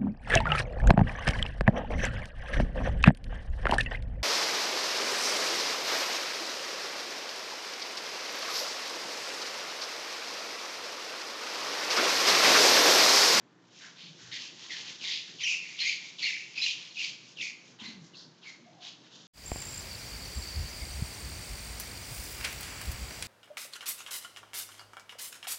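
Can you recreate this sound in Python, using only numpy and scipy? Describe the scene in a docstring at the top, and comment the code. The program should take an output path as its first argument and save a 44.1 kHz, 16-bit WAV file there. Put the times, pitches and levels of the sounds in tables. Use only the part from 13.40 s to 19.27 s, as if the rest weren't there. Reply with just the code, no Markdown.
"""Over a low hum, a felt eraser rasps back and forth across a whiteboard in a bare classroom.
The rasp is friction noise, made by countless fibres snapping free. On the hard strokes the felt
sticks and slips, squealing at a pitch that mostly drops as the hand bears down. The panel drums
under the hand, the eraser's back knocks lightly, and once the eraser judders and the board groans.
The room reverberates after each stroke."""
import sys
import numpy as np
from scipy import signal
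from scipy.fft import rfft, irfft, next_fast_len
from scipy.io import wavfile
from scipy.ndimage import map_coordinates

SR = 44100
rng = np.random.default_rng(int(sys.argv[2]) if len(sys.argv) > 2 else 0)


def to_wav(sig):
    """Store sig (one row per channel, or 1-D mono) as 16-bit WAV at the path in sys.argv[1].

    Samples outside -1..1 are clipped; the rate is SR.
    """
    pcm = np.clip(np.atleast_2d(sig), -1, 1) * 32767
    pcm = np.round(pcm).astype(np.int16)
    wavfile.write(sys.argv[1], SR, pcm.T)  # frames by channels


N = 258867
TIME = np.arange(N) / SR

# Pushes of the eraser: hard strokes alternate with light returns, and some catch anew halfway.
# (time [s], rise [s], fall [s], rasp level [dB], fizz offset from rasp [dB], scuff level [dB],
#  squeal level [dB], first pitch [Hz], settled pitch [Hz], pitch scatter [fraction])
# In all tables, levels are relative within their own layer.
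STROKES = [ (0.270, 0.12, 0.063, -58, 3, -72, -60.5, 3390, 3006, .2),
           (0.375, 0.055, 0.14, -52, 0, -61.5, -52.5, 2400, 1753, .2),
           (0.535, 0.085, 0.14, -46.5, -12, -69, -54, 2000, 2876, .18),
           (0.745, 0.074, 0.24, -56.5, 3, -67.5, -59, 2400, 1726, 0.16),
           (0.907, 0.024, .11, -37, -7.5, -70, -44.5, 1948, 1980, .09),
           (0.975, 0.042, 0.12, -41, -4.5, -59.5, -58, 2400, 2610, 0.081),
           (1.125, .11, .10, -48, -4, -60.5, -66, 2000, 2177, 0.16),
           (1.276, 0.046, .09, -38.5, -6, -62.5, -44.5, 2900, 1775, .09),
           (1.326, 0.054, 0.087, -39, -6, -56.5, -51, 2200, 2320, .2),
           (1.405, 0.076, .12, -42.5, -5, -59, -53.5, 2000, 2300, .2),
           (1.572, .088, 0.13, -36, -6, -58.5, -41, 5570, 2075, 0.0902),
           (1.645, 0.05, 0.14, -32.5, -12.5, -72, -41.5, 2400, 4053, .16),
           (1.705, 0.041, .14, -35.5, -13, -77, -47.5, 2600, 2450, .16),
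           (1.830, 0.061, 0.084, -50, -8, -71, -60, 1900, 1910, 0.18),
           (1.974, 0.05, 0.043, -36, -8, -64, -37, 4400, 1890, 0.11),
           (2.018, 0.067, 0.15, -38.5, 2, -64, -27.5, 2880, 2588, .075),
           (2.160, .12, 0.21, -49, -1.5, -70, -46.5, 2500, 2314, .087),
           (2.367, 0.049, 0.053, -31.5, -8.5, -60, -36, 4000, 1965, .08),
           (2.405, 0.062, 0.15, -31, -8.5, -76, -31.5, 2700, 2278, .071),
           (2.540, 0.12, 0.1, -49, -3, -65, -51.5, 2400, 2300, .1),
           (2.774, 0.022, 0.13, -40.5, -7.5, -62, -43.5, 4300, 2220, .08),
           (2.805, 0.035, 0.15, -32.5, -6.5, -69, -33, 2400, 2140, 0.0656),
           (2.865, 0.031, 0.25, -48, -0.5, -75, -37.5, 2500, 2402, .1),
           (3.130, 0.053, 0.056, -38.5, -8.5, -61, -41, 2500, 2500, .047),
           (3.200, 0.036, 0.16, -30.5, -6, -65, -33.5, 2007, 2642, 0.1076),
           (3.320, 0.077, 0.18, -48, -10, -65.5, -53, 2600, 2610, 0.23),
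           (3.528, .095, 0.15, -34.5, -6, -64.5, -40.5, 4033, 2401, .077),
           (3.780, 0.12, 0.075, -58.5, 2.5, -72.5, -66, 2500, 2470, 0.092),
           (3.947, 0.055, 0.057, -45, -6.5, -67, -39.5, 4023, 2413, 0.0693),
           (4.003, 0.0083, 0.16, -41.5, 0.5, -76, -36.5, 2450, 2323, .075),
           (4.170, 0.11, 0.14, -62, 5, -70, -73, 2400, 2350, .15),
           (4.382, 0.019, 0.089, -52.5, -2, -57.5, -47, 3390, 2882, .14),
           (4.410, 0.047, 0.14, -45.5, -7.5, -60.5, -51, 1990, 2100, 0.044),
           (4.570, 0.084, .08, -66, 8.5, -74, -82, 2400, 2386, .2),
           (4.722, 0.051, 0.14, -50.5, -7, -67.5, -50.5, 2600, 4610, .14),
           (5.006, 0.032, 0.065, -53.5, -12, -68, -55, 3820, 2600, 0.11),
           (5.042, .028, 0.13, -52, 0, -64, -47.5, 2280, 2144, .045),
           (5.392, 0.054, 0.14, -44, -7.5, -61, -56, 3200, 2900, 0.18),
           (5.605, 0.053, .05, -59, -6, -65.5, -68, 2500, 2500, .2),
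           (5.689, 0.042, 0.24, -54.5, -2.5, -66.5, -60.5, 3100, 3400, .12)]


def gain_of(db):
    """Amplitude ratio: tenfold for every 20 dB."""
    return 10 ** (np.asarray(db) / 20)


def unit_rms(x):
    """Normalisation to a mean power of one."""
    return x / np.sqrt(np.mean(x ** 2) + 1e-20)


def at_frequency(points, hz):
    """Interpolation of a table on a logarithmic frequency axis."""
    table_hz, value = np.transpose(points)
    return np.interp(np.log(hz + 1), np.log(table_hz + 1), value)


def curves(rows):
    """Linear interpolation in time: each column of a table at every sample."""
    times, *columns = np.transpose(rows)
    return [np.interp(TIME, times, column) for column in columns]


def add(mix, start, sound):
    """Superposition: a sound joins the mix at its start time in seconds."""
    part = mix[max(round(start * SR), 0):][:len(sound)]
    part += sound[:len(part)]


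def coloured(x, spectrum):
    """Linear filtering: x is weighted by a spectrum, then scaled to unit rms."""
    size = next_fast_len(N)
    response = gain_of(at_frequency(spectrum, np.fft.rfftfreq(size, 1 / SR)))
    return unit_rms(irfft(rfft(x, size) * response, size)[:N])


def wander(t, rate_hz):
    """Random modulation: a smooth curve of roughly unit spread."""
    knots = rng.standard_normal(4096)
    return map_coordinates(knots, [t * rate_hz], order=2, mode="wrap")


def speed(t, rise, fall):
    """Acceleration and braking: the hand's speed follows one smooth arch of height one."""
    return np.sin(np.pi / 2 * np.interp(t, [0, rise, rise + fall], [0, 1, 0]))


def glide(t, first_hz, settled_hz, bite_s=.027):
    """Exponential relaxation: the slip pitch settles as the felt beds down on the board."""
    return settled_hz + (first_hz - settled_hz) * np.exp(-t / bite_s)


def fibres(per_s, spread_db):
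    """Shot noise: felt fibres snap free at random instants, some much harder than the rest."""
    size = gain_of(spread_db * np.minimum(rng.exponential(1, N), 4))
    return size * rng.standard_normal(N) * (rng.random(N) < per_s / SR)


def background():
    """Phase modulation makes a fan's hum waver over steady broadband room noise."""
    fan_tones = [(119.5, -82), (176, -71), (240, -88.5)]  # (frequency [Hz], level [dB])
    noise_spectrum = [(25, -21), (45, -35.5), (80, -19), (120, 2), (170, -1.5), (330, 4), (520, -5),
                      (1000, -7), (1700, -10.5), (3500, -19.5), (6200, -25.5), (7500, -27), (9000, -59.5)]  # (frequency [Hz], level [dB])
    hum = np.zeros(N)
    for hz, db in fan_tones:
        phase = 2 * np.pi * hz * TIME + 0.49 * wander(TIME, rate_hz=13)
        hum += gain_of(db) * np.sqrt(2) * np.sin(phase)
    return hum + gain_of(-64) * coloured(rng.standard_normal(N), noise_spectrum)


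def classroom(x):
    """Reverberation: dense reflections from hard walls, each band decaying at its own rate."""
    decay_times = [(150, 0.47), (1500, 0.88), (2400, 0.56), (4000, 0.56), (8000, 0.57)]  # (frequency [Hz], time to fall 60 dB [s])
    echoes_per_s, first_echo_s = 4000, .004
    echoes = rng.choice([-1, 1], SR) * (rng.random(SR) < echoes_per_s / SR)
    hz, t, bands = signal.stft(echoes * (TIME[:SR] > first_echo_s), SR, nperseg=256)
    decay = gain_of(-60 * t / at_frequency(decay_times, hz)[:, None])
    tail = signal.istft(bands * decay, SR, nperseg=256)[1]
    return signal.fftconvolve(x, tail / np.linalg.norm(tail))[:N]


def board(scuff_gain):
    """Forced vibration: the pad scuffs over the panel, which drums with each uneven push."""
    thuds = [(0.78, -59.5), (0.93, -64), (1.14, -61), (1.309, -59), (1.42, -62.5), (1.499, -60),
             (1.62, -62.5), (1.93, -61.5), (2.26, -63), (2.809, -65.5), (3.4, -65), (3.73, -63),
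             (3.989, -61), (4.29, -60), (4.76, -65), (4.86, -61), (5.35, -62), (5.62, -59.5), (5.78, -62)]  # the panel gives under the hand: (time [s], level [dB])
    drum_spectrum = [(30, -50.5), (60, -23.5), (80, -22), (100, -12), (125, 4), (180, 4), (330, 0.5),
                     (450, -4.5), (600, -7), (1000, -44.5)]  # (frequency [Hz], level [dB])
    scuff_spectrum = [(300, -10.5), (550, -6), (800, 2), (1050, 5), (1300, 1.5), (1700, 5.5), (2500, -8),
                      (5000, -37)]  # (frequency [Hz], level [dB])
    half_thud_s = 0.053
    push = gain_of(-69.5 + 2.5 * wander(TIME, rate_hz=25))
    t = np.arange(0, 2 * half_thud_s, 1 / SR)
    for centre, db in thuds:
        add(push, centre - half_thud_s, gain_of(db) * speed(t, half_thud_s, half_thud_s))
    drum = push * coloured(fibres(per_s=1600, spread_db=4), drum_spectrum)
    scuff = scuff_gain * coloured(fibres(per_s=3000, spread_db=2.5), scuff_spectrum)
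    return gain_of(-0.5) * drum + scuff


def knock(peak_db):
    """Free vibration: a light impact rings the damped modes of the eraser's back."""
    modes = [(1840, -25, .02), (2950, -1.5, .02), (3840, 5.5, 0.014), (5460, -17.5, .01)]  # (frequency [Hz], level [dB], time to fall 60 dB [s])
    t = np.arange(0, .04, 1 / SR)
    ring = sum(gain_of(db - 60 * t / t60) * np.sin(2 * np.pi * hz * t) for hz, db, t60 in modes)
    return gain_of(peak_db) * ring / abs(ring).max()


def groan():
    """Amplitude modulation: the hopping eraser chops the board's low note and the panel's shudder."""
    judder = [(4.403, 199.6, -65, 0.9), (4.42, 213, -44.5, 0.7), (4.455, 220.6, -45.5, 0.46),
              (4.487, 240.6, -47, .7), (4.520, 210, -48.5, 0.4), (4.570, 190, -50.5, 0),
              (4.615, 171, -50.5, 0), (4.660, 162, -53, 0.2), (4.710, 162, -83, .1)]  # (time [s], pitch [Hz], level [dB], modulation depth [0-1])
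    # (frequency [Hz], level [dB])
    shudder_spectrum = [(30, -32), (70, -11), (130, -6), (220, 3.5), (400, -7), (900, -44)]
    hz, db, depth = curves(judder)
    start, end, hop_hz = judder[0][0], judder[-1][0], 31
    phase = 2 * np.pi * np.cumsum(hz * (1 + 0.042 * wander(TIME, rate_hz=110))) / SR
    tone = np.sqrt(2) * np.sin(phase) + gain_of(-20) * np.sin(2 * phase)
    shudder = coloured(rng.standard_normal(N), shudder_spectrum)
    hops = 1 - depth * np.cos(np.pi * hop_hz * (TIME - start - .004)) ** 2
    envelope = gain_of(db) * hops * (TIME > start) * (TIME < end)
    return envelope * (gain_of(0.5) * tone + gain_of(-7) * shudder)


def friction_gains():
    """Incoherent sources add in power: rasp, fizz and scuff amplitudes of sliding plus strokes."""
    light_sliding = [(0.18, -76.5), (0.36, -62), (1.3, -51.5), (2.4, -54.5), (3.5, -54), (4.3, -68),
                     (5.25, -67.5), (5.85, -62.5)]  # the pad never leaves the board: (time [s], level [dB])
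    rasp_exponent, fizz_exponent, scuff_exponent = 2.06, 2.23, 0.99  # growth with speed
    fizz_lag_s = 0.012  # the pad bites first; its surface fizzes once under way
    slide_db, = curves(light_sliding)
    rasp_power, fizz_power = gain_of(slide_db) ** 2, gain_of(slide_db - 1.5) ** 2
    scuff_power = np.full(N, gain_of(-74.5) ** 2)
    for start, rise, fall, rasp_db, fizz_db, scuff_db, *_ in STROKES:
        t = np.arange(0, rise + fall, 1 / SR)
        pace = speed(t, rise, fall)
        late_pace = speed(t, rise + fizz_lag_s, fall - fizz_lag_s)
        add(rasp_power, start, (gain_of(rasp_db) * pace ** rasp_exponent) ** 2)
        add(fizz_power, start, (gain_of(rasp_db + fizz_db) * late_pace ** fizz_exponent) ** 2)
        add(scuff_power, start, (gain_of(scuff_db) * pace ** scuff_exponent) ** 2)
    return np.sqrt([rasp_power, fizz_power, scuff_power])


def slip_coloured(rasp, cutoff_ratio, ripple_db):
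    """Comb filtering: even slipping favours multiples of the slip pitch; below it the rasp is weak."""
    hz, t, bands = signal.stft(rasp, SR, nperseg=256)
    slip_hz, evenness = np.full(len(t), 1900.), np.zeros(len(t))  # loose sliding between strokes
    for start, rise, fall, *_, first_hz, settled_hz, scatter in STROKES:
        during = (t >= start) & (t < start + rise + fall)
        slip_hz[during] = glide(t[during] - start, first_hz, settled_hz)
        evenness[during] = np.exp(-(scatter / 0.076) ** 2)
    multiple = (hz[:, None] + 1) / slip_hz
    comb = gain_of(ripple_db * evenness * np.cos(2 * np.pi * multiple))
    highpass = 1 / np.sqrt(1 + (cutoff_ratio / multiple) ** 14)
    return unit_rms(signal.istft(bands * comb * highpass, SR, nperseg=256)[1][:N])


def rubbing(rasp_gain, fizz_gain):
    """Friction noise: fibre snaps rasp in the pad and fizz at its surface."""
    rasp_spectrum = [(1200, -22), (1800, -11.5), (2400, -4), (3100, 1), (3800, 0.5), (4400, -2), (5200, -7),
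                     (6500, -25), (9000, -58)]  # (frequency [Hz], level [dB])
    fizz_spectrum = [(3000, -37.5), (4500, 0.5), (5400, 4.5), (6500, 3), (7200, -3), (7800, -17.5),
                     (8500, -26), (9200, -32)]  # (frequency [Hz], level [dB])
    grip = gain_of(1.1 * wander(TIME, rate_hz=170))  # flutters as the pad drags
    rasp = coloured(fibres(per_s=7000, spread_db=-1.5), rasp_spectrum)
    rasp = slip_coloured(rasp, cutoff_ratio=0.82, ripple_db=5)
    fizz = coloured(fibres(per_s=12000, spread_db=-0.5), fizz_spectrum)
    return grip * (gain_of(-1.5) * rasp_gain * rasp + gain_of(-3) * fizz_gain * fizz)


def squeak(length, first_hz, last_hz, db, waver, flutter_hz):
    """Stick-slip at a single contact: briefly regular slipping gives a wavering glide."""
    t = np.arange(0, length, 1 / SR)
    hz = np.geomspace(first_hz, last_hz, len(t)) * np.exp(waver * wander(t, flutter_hz))
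    tone = np.sin(2 * np.pi * np.cumsum(hz) / SR) * gain_of(1.9 * wander(t, flutter_hz))
    return gain_of(db) * unit_rms(tone) * signal.windows.tukey(len(t), .4)


def squeal(rise, fall, db, first_hz, settled_hz, scatter, patches=3):
    """Stick-slip oscillation: several patches of felt sound in bursts around one gliding pitch."""
    speed_exponent, pure_above_hz = 2.16, 2820
    t = np.arange(0, rise + fall, 1 / SR)
    hz = glide(t, first_hz, settled_hz)
    brightness = gain_of(-13.5) / (1 + (hz / pure_above_hz) ** 8)
    tone = np.zeros(len(t))
    for _ in range(patches):
        phase = 2 * np.pi * np.cumsum(hz * np.exp(scatter * wander(t, rate_hz=400))) / SR
        overtones = np.sin(2 * phase) + gain_of(-25.5) * np.sin(3 * phase)
        bursts = gain_of(3.2 * wander(t, rate_hz=270))
        tone += bursts * (np.sin(phase) + brightness * overtones)
    return gain_of(db) * speed(t, rise, fall) ** speed_exponent * unit_rms(tone)


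def scene():
    """Superposition of the eraser's direct sound, its reverberant field and the background."""
    # single patches of felt catch: (time [s], length [s], first pitch [Hz], last pitch [Hz], level [dB])
    squeaks = [ (1.302, 0.011, 2100, 2070, -39), (1.647, 0.011, 3500, 3700, -36),
               (2.03, 0.036, 6100, 5610, -35.5), (2.033, 0.014, 3050, 3030, -30),
               (2.047, 0.052, 2750, 2630, -40), (2.396, 0.047, 4050, 4410, -32),
               (2.422, 0.0066, 3400, 3140, -39.5), (2.447, 0.03, 2450, 2256, -33),
               (2.451, 0.059, 6550, 6500, -41), (2.821, 0.038, 4350, 4180, -31.5),
               (2.848, 0.06, 2850, 2704, -34), (3.168, 0.067, 4750, 5370, -41.5),
               (3.176, 0.012, 2600, 2397, -32.5), (3.201, 0.0098, 2520, 2530, -33),
               (3.213, 0.0393, 4000, 4300, -29.5), (3.255, 0.019, 2750, 2850, -28.5),
               (3.506, 0.01, 4300, 4120, -49), (3.568, 0.025, 2600, 2403, -35.5),
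               (3.587, 0.04, 2850, 2655, -33.5), (4.011, 0.0093, 4200, 2640, -32.5),
               (4.067, 0.0058, 2500, 2440, -34), (4.455, .04, 4150, 4000, -46.5),
               (4.733, .026, 2960, 2630, -55.5)]
    # faint low creaks: (time [s], length [s], first pitch [Hz], last pitch [Hz], level [dB])
    creaks = [(0.62, 0.12, 168.5, 167, -55), (0.80, 0.17, 118.3, 125, -61.5), (4.391, 0.05, 1008, 984, -61),
              (5.195, 0.1, 241, 242, -61), (5.252, 0.085, 690, 700, -60.5), (5.307, 0.2, 797, 732, -62)]
    knocks = [(0.252, -62), (0.920, -44), (4.688, -61), (5.47, -33), (5.646, -44)]  # impacts of the eraser's back: (time [s], peak level [dB])
    rasp_gain, fizz_gain, scuff_gain = friction_gains()
    eraser = rubbing(rasp_gain, fizz_gain) + board(scuff_gain) + groan()
    for start, rise, fall, _, _, _, *slip in STROKES:
        add(eraser, start, squeal(rise, fall, *slip))
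    for start, *slip in squeaks:
        add(eraser, start, squeak(*slip, waver=0.03, flutter_hz=423))
    for start, *slip in creaks:
        add(eraser, start, squeak(*slip, waver=.075, flutter_hz=160))
    for start, peak_db in knocks:
        add(eraser, start, knock(peak_db))
    return (gain_of(-1) * eraser + gain_of(-8) * classroom(eraser) + background())[None]


def record(dry):
    """Band limiting: a small microphone loses the deep bass and the highest treble."""
    low_cut_hz, high_cut_hz = 63, 9030
    highpass = signal.butter(2, low_cut_hz, "highpass", fs=SR, output="sos")
    lowpass = signal.firwin(511, high_cut_hz, window=("kaiser", 9), fs=SR)
    return signal.oaconvolve(signal.sosfilt(highpass, dry), lowpass[None], "same")


dry = scene()
out = record(dry)
to_wav(out)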